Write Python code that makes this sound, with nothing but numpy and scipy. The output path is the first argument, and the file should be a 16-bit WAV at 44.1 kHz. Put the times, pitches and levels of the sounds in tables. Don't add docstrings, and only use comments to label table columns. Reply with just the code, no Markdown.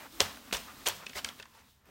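import sys
import numpy as np
from scipy import signal
from scipy.fft import rfft, irfft
from scipy.io import wavfile
from scipy.ndimage import uniform_filter1d

SR = 44100
rng = np.random.default_rng(int(sys.argv[2]) if len(sys.argv) > 2 else 0)


def magnitude_from_level(level_db):
    exponent = np.asarray(level_db, float) / 20
    return 10 ** exponent


def wrap_up_sound(samples):
    columns = np.atleast_2d(samples).T
    tamed = np.clip(columns, -1, 1)
    steps = np.round(tamed * 32767).astype(np.int16)
    wavfile.write(sys.argv[1], SR, steps)


N = 83790


def level(x, db):
    return x * magnitude_from_level(db) / np.sqrt(np.mean(x ** 2))


def colour(x, points):
    hz, db = np.array(points).T
    f = np.fft.rfftfreq(4096, 1 / SR)
    cepstrum = irfft(np.interp(np.log(f + 1), np.log(hz), db) * np.log(10) / 20)
    cepstrum[1:2048] *= 2
    cepstrum[2049:] = 0
    response = irfft(np.exp(rfft(cepstrum)))
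    return signal.fftconvolve(x, response)[:len(x)]


def band(x, hz, width):
    b, a = signal.iirpeak(min(hz, .45 * SR), hz / width, fs=SR)
    return signal.lfilter(b, a, x)


def walk(rate):
    hold = int(SR / rate)
    steps = np.repeat(rng.standard_normal(N // hold + 1), hold)
    return 1.3 * uniform_filter1d(uniform_filter1d(steps, hold), hold)[:N]


def glide(x, t, s, hz, share):
    centre = np.log(np.interp(t, s, hz))
    out = 0
    for f in min(hz) * 1.1 ** np.arange(8):
        nearness = np.exp(-((centre - np.log(f)) / 0.062) ** 2)
        out = out + nearness * band(band(x, f, share * f), f, share * f)
    return level(out, 0)


def grains(rate, spread_db):
    out = 0
    for hz in 250 * 2 ** np.arange(0, 6.1, .5):
        happens = rng.random(N) < rate / SR
        size_db = spread_db * np.minimum(rng.exponential(size=N), 3)
        kick, noise = rng.standard_normal((2, N))
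        clicks = happens * kick * magnitude_from_level(size_db) + .2 * noise
        out = out + band(clicks, hz, .4 * hz)
    return colour(out, [(250, 0), (16000, 0)])


def swings(t, table):
    out = 0
    for s, db, hz, t60 in table:
        u = np.maximum(t - s, 0)
        out = out + magnitude_from_level(db - 60 * u / t60) * np.minimum(u * hz, 1) * np.sin(2 * np.pi * hz * u)
    return out


def room(t):
    # pitch in Hz, level in dB per Hz.
    air_tone = [(20, -34.5), (40, 7), (270, 0.5), (949, -4), (1860, -7), (2320, -9), (10200, -23),
                (13500, -16), (16000, -31.5)]
    # time in seconds, level in dB.
    fade = [(1.25, -1.5), (1.4, -5), (1.46, -9), (1.6, -14), (1.64, -14.5), (1.75, -17), (1.83, -16.5),
            (1.87, -4.5)]
    air = level(colour(rng.standard_normal(N), air_tone), -58) * magnitude_from_level(walk(6))
    rumble_hz = 73
    low_noise = band(band(rng.standard_normal(N), rumble_hz, 70), rumble_hz, 90)
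    return level(low_noise, -71) + air * magnitude_from_level(np.interp(t, *np.array(fade).T))


def table_rocking(t):
    # start in seconds, level in dB, pitch in Hz, time to die by 60 dB in seconds.
    rocks = [(.205, -40, 53, 0.13), (0.213, -37, 94.4, 0.22), (0.384, -63, 43.4, 0.067),
             (0.527, -30.5, 455, 0.04), (0.539, -29.5, 54.4, 0.077), (.866, -35, 484, 0.046),
             (1.55, -58, 900, 0.13), (.59, -50, 44, 0.12), (0.868, -37, 59, 0.066), (0.899, -52, 97.4, 0.4),
             (1.152, -42, 71, 0.11), (1.24, -48, 71, 0.2), (1.877, -55.5, 180, .1)]
    return swings(t, rocks)


def knife(t):
    start_s, length_s, pitch_hz = 1.62, 0.15, 3730
    swell = np.sin(np.pi * np.clip((t - start_s) / length_s, 0, 1))
    scrape = band(band(rng.standard_normal(N), pitch_hz, 700), pitch_hz, 900)
    return swell * magnitude_from_level(2.3 * walk(60.7)) * level(scrape, -75.5)


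def groan(t):
    # time in seconds, level in dB, pitch in Hz.
    path = [(0, -66, 223.3), (0.07, -61, 278.5), (0.098, -62, 247.8), (0.169, -56, 319.1),
            (0.259, -52.5, 188.5), (.36, -62.5, 262.2), (0.471, -59.5, 254.4), (.58, -54, 195),
            (.66, -63, 246.8), (0.828, -57, 275), (0.898, -61, 206.2), (1.042, -64.5, 180),
            (1.108, -62, 238.4), (1.23, -57, 243), (1.37, -60.5, 236.2), (1.479, -74, 207),
            (1.84, -81.5, 216), (1.875, -59.5, 251)]
    s, db, hz = np.array(path).T
    width_hz = 140
    turn = np.exp(2j * np.pi * np.cumsum(np.interp(t, s, hz)) / SR)
    wobble = walk(width_hz) + 1j * walk(width_hz)
    return magnitude_from_level(np.interp(t, s, db) + 3.1 * walk(15)) * level((turn * wobble).real, 0)


def cloth(t):
    # time in seconds, body level in dB, hiss level in dB, resonance in Hz.
    rub = [(0, -50.5, -55.5, 910), (.065, -54.5, -59, 910), (0.089, -80, -60, 1212),
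           (.15, -61.5, -55.5, 1200), (0.289, -49.5, -52.5, 940), (0.369, -55, -57.5, 1350),
           (0.418, -64, -61, 1200), (0.502, -61, -57.5, 1097), (.62, -58.5, -54, 1000),
           (0.714, -50, -57.5, 1250), (0.779, -62, -56.5, 1210), (0.969, -60, -54, 1146),
           (1.04, -51.5, -63, 1300), (1.099, -62.5, -58, 1300), (1.301, -58.5, -60, 1327),
           (1.5, -71, -61.5, 980), (1.58, -61.5, -70, 930), (1.66, -75, -64, 950)]
    # pitch in Hz, level in dB per Hz.
    body_tone = [(150, -24.5), (400, -5.5), (1200, 0), (2500, -6), (5000, -20.5), (9000, -24.5),
                 (16000, -39.5)]
    # pitch in Hz, level in dB per Hz.
    hiss_tone = [(1000, -23), (3500, -3), (7000, -8), (10500, -9.5), (13000, -9.5), (16000, -6.5)]
    # time in seconds, hiss change in dB.
    lift = [(1.405, 2.5), (1.42, -9), (1.53, -1), (1.55, 4), (1.6, 2), (1.62, 0), (1.7, -1.5), (1.8, -10),
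            (1.85, -16), (1.87, -5.5)]
    s, body_db, hiss_db, hz = np.array(rub).T
    drag = grains(3000, 3.2)
    body = level(colour(drag, body_tone), 0) + magnitude_from_level(-11.5) * glide(drag, t, s, hz, .12)
    hiss = level(colour(rng.standard_normal(N), hiss_tone), 0)
    body = body * magnitude_from_level(np.interp(t, s, body_db) + 2.73 * walk(40))
    hiss = hiss * magnitude_from_level(np.interp(t, s, hiss_db) + 0.66 * walk(37))
    return body + hiss * magnitude_from_level(np.interp(t, *np.array(lift).T))


def board(t):
    # start in seconds, level in dB, length of the push in seconds.
    thumps = [(0.2046, -17, 0.00067), (.527, -23.5, 0.0015), (.866, -37.5, 0.0015), (.875, -31.5, 0.00021),
              (1.065, -44, 0.00032), (1.096, -45.5, 0.00071), (1.159, -33, .0015), (1.248, -46, 0.00026),
              (1.398, -43, 0.00083), (1.889, -46.5, 0.001)]
    # pitch in Hz, level in dB, time to die by 60 dB in seconds.
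    modes = [(220, -20.5, .08), (423, -7, .05), (550, -8, 0.04), (614, -17.5, 0.035), (1020, -3.5, 0.033)]
    force = 0
    for s, db, push in thumps:
        press = np.sin(np.pi * np.clip((t - s) / push, 0, 1)) ** 2
        force = force + magnitude_from_level(db) * press / (push * SR / 2)
    ring = sum(magnitude_from_level(db - 60 * t / t60) * np.sin(2 * np.pi * hz * t) for hz, db, t60 in modes)
    return band(signal.fftconvolve(force, ring)[:N], 600, 970)


def film_rings(t):
    # start in seconds, level in dB, pitch in Hz, time to die by 60 dB in seconds.
    patches = [(.2049, -9, 6100, 0.0062), (0.2065, -28, 3250, .008), (.207, -29, 2970, 0.047),
               (.208, -21, 4050, 0.013), (.211, -20.5, 3230, .02), (.2065, -29, 567, 0.035),
               (.5372, -27.5, 3450, 0.011), (.545, -31, 3490, .03), (.547, -31, 3000, .03),
               (.529, -34.5, 614, 0.083), (.8665, -24, 2880, 0.013), (.868, -25, 3230, 0.049),
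               (.8695, -27.5, 4390, 0.037), (.8685, -21.5, 6850, 0.015), (.875, -17, 5980, 0.0054),
               (.876, -35, 1030, 0.065), (.884, -31, 897, 0.029), (.8858, -29, 7700, 0.0056),
               (.899, -30.5, 3380, 0.028), (1.066, -30, 2580, 0.019), (1.155, -34, 2020, 0.03),
               (1.168, -36, 4920, 0.023), (1.171, -34.5, 2150, 0.034), (1.182, -36, 4370, 0.021),
               (1.191, -39, 3060, 0.023), (1.2468, -21.5, 2310, 0.01), (1.2472, -29.5, 3180, 0.012),
               (1.247, -26, 4630, 0.013), (1.247, -33, 5650, 0.012), (1.249, -32, 1610, 0.022),
               (1.289, -26.5, 3300, 0.01), (1.289, -38, 3860, 0.01), (1.3987, -38, 1754, 0.019),
               (1.402, -35.5, 2660, 0.016), (1.4, -53, 6450, 0.017), (1.407, -45, 1500, 0.023),
               (1.428, -45, 1770, 0.028), (1.43, -47, 3183, 0.022)]
    return swings(t, patches)


def snaps():
    # start in seconds, peak in dB, centre in Hz, time to die by 60 dB in seconds.
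    creases = [(.124, -44, 3760, .015), (.1995, -35, 2000, .02), (.2047, -2, 3300, .002),
               (.259, -35, 1500, .012), (.372, -36, 1270, .015), (.5105, -35, 2000, .025),
               (.5263, -20, 2800, .005), (.5293, -15, 2600, .003), (.5296, -23, 7000, .004),
               (.5372, -25, 6500, .015), (.5675, -29, 6500, .012), (.817, -46, 1940, .015),
               (.8665, -24, 3300, .028), (.869, -25, 6800, .015), (.86, -30, 2000, .015),
               (.8752, -13, 9500, .004), (.8857, -13, 11500, .006), (1.0615, -41, 3500, .012),
               (1.0652, -31, 5000, .007), (1.0665, -31, 2600, .022), (1.0948, -36, 5500, .012),
               (1.097, -37, 2500, .02), (1.1325, -34, 2800, .018), (1.2462, -18, 7000, .006),
               (1.2464, -30, 11400, .005), (1.247, -26, 3000, .02), (1.2605, -35, 3000, .012),
               (1.2885, -36, 7500, .008), (1.289, -36, 3500, .016), (1.391, -40, 2200, .02),
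               (1.3987, -37, 3800, .012), (1.399, -43, 1100, .02), (1.4255, -38, 4800, .01),
               (1.427, -41, 2500, .03), (1.4548, -46, 1500, .025), (1.455, -48, 4400, .012),
               (1.856, -58, 1670, .02), (1.856, -57, 11000, .01)]
    length = 4096
    out, u = np.zeros(N + length), np.arange(length) / SR
    for s, db, hz, t60 in creases:
        rattle = rng.standard_normal(length) * magnitude_from_level(-60 * u / t60) * np.minimum(u / t60 * 30, 1)
        click = (u == 0) * 0.0086 / t60
        kick = 0.58 * rattle - click
        own = band(band(band(kick, hz, .8 * hz), hz, 1.9 * hz), hz, 1.9 * hz)
        wide = band(band(kick, 5300, 9700), 4500, 10000)
        y = own + magnitude_from_level(-8) * 0.0031 / t60 * wide
        top_hz = max(9800, 1.4 * hz)
        y = signal.sosfilt(signal.butter(6, top_hz, fs=SR, output="sos"), y)
        start = int(s * SR)
        out[start:start + length] += y * magnitude_from_level(db) / np.abs(y).max()
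    return out[:N]


def crinkle(t):
    # start, attack and hold in seconds, level in dB, time to die by 60 dB in seconds.
    strokes = [(0.194, 0.012, 0.0034, -28, 0.14), (0.524, 0.0029, 0.027, -35.5, 0.16),
               (0.853, 0.01, 0.013, -32, 0.17), (1.141, 0.018, 0.034, -40.5, 0.055),
               (1.241, 0.0027, 0.05, -49.5, 0.063), (1.378, 0.0043, 0.047, -62, 0.11),
               (1.508, 0.04, 0.05, -64, 0.12), (1.863, 0.02, 0.042, -69.5, 0.16)]
    # pitch in Hz, level in dB per Hz.
    film_tone = [(200, -31.5), (380, 0), (600, 2.5), (2000, 1), (3250, 0), (6500, -4), (10500, -10),
                 (16000, -10.5)]
    tail_db, tail_stretch = -19, 6.3
    swell = 0
    for s, attack, hold, db, t60 in strokes:
        rise = np.clip((t - s) / attack, 0, 1) ** 2
        fall_db = np.maximum(t - s - attack - hold, 0) * -60 / t60
        swell = swell + magnitude_from_level(db) * rise * (magnitude_from_level(fall_db) + magnitude_from_level(tail_db + fall_db / tail_stretch))
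    creases = level(colour(grains(1500, 2.5), film_tone), 0)
    return swell * magnitude_from_level(walk(149.45)) * creases


def scene():
    t = np.arange(N) / SR
    near = crinkle(t) + snaps() + film_rings(t) + board(t)
    echo_t60_s, echo_db = 0.43, -20
    tail = band(rng.standard_normal(N), 1600, 3500) * magnitude_from_level(-60 * t / echo_t60_s) * (t > .004)
    echo = signal.fftconvolve(near, tail / np.sqrt(np.sum(tail ** 2)))[:N]
    around = table_rocking(t) + cloth(t) + groan(t) + room(t) + knife(t)
    return (near + magnitude_from_level(echo_db) * echo + around)[None]


def low_pass(x):
    return signal.sosfilt(signal.butter(12, 16850, fs=SR, output="sos"), x)


def record(dry):
    dry = signal.sosfilt(signal.ellip(10, .2, 80, 15800, fs=SR, output="sos"), dry)
    mix = dry - .42 * band(dry, 10400, 640)
    return low_pass(mix)


dry = scene()
out = record(dry)
wrap_up_sound(out)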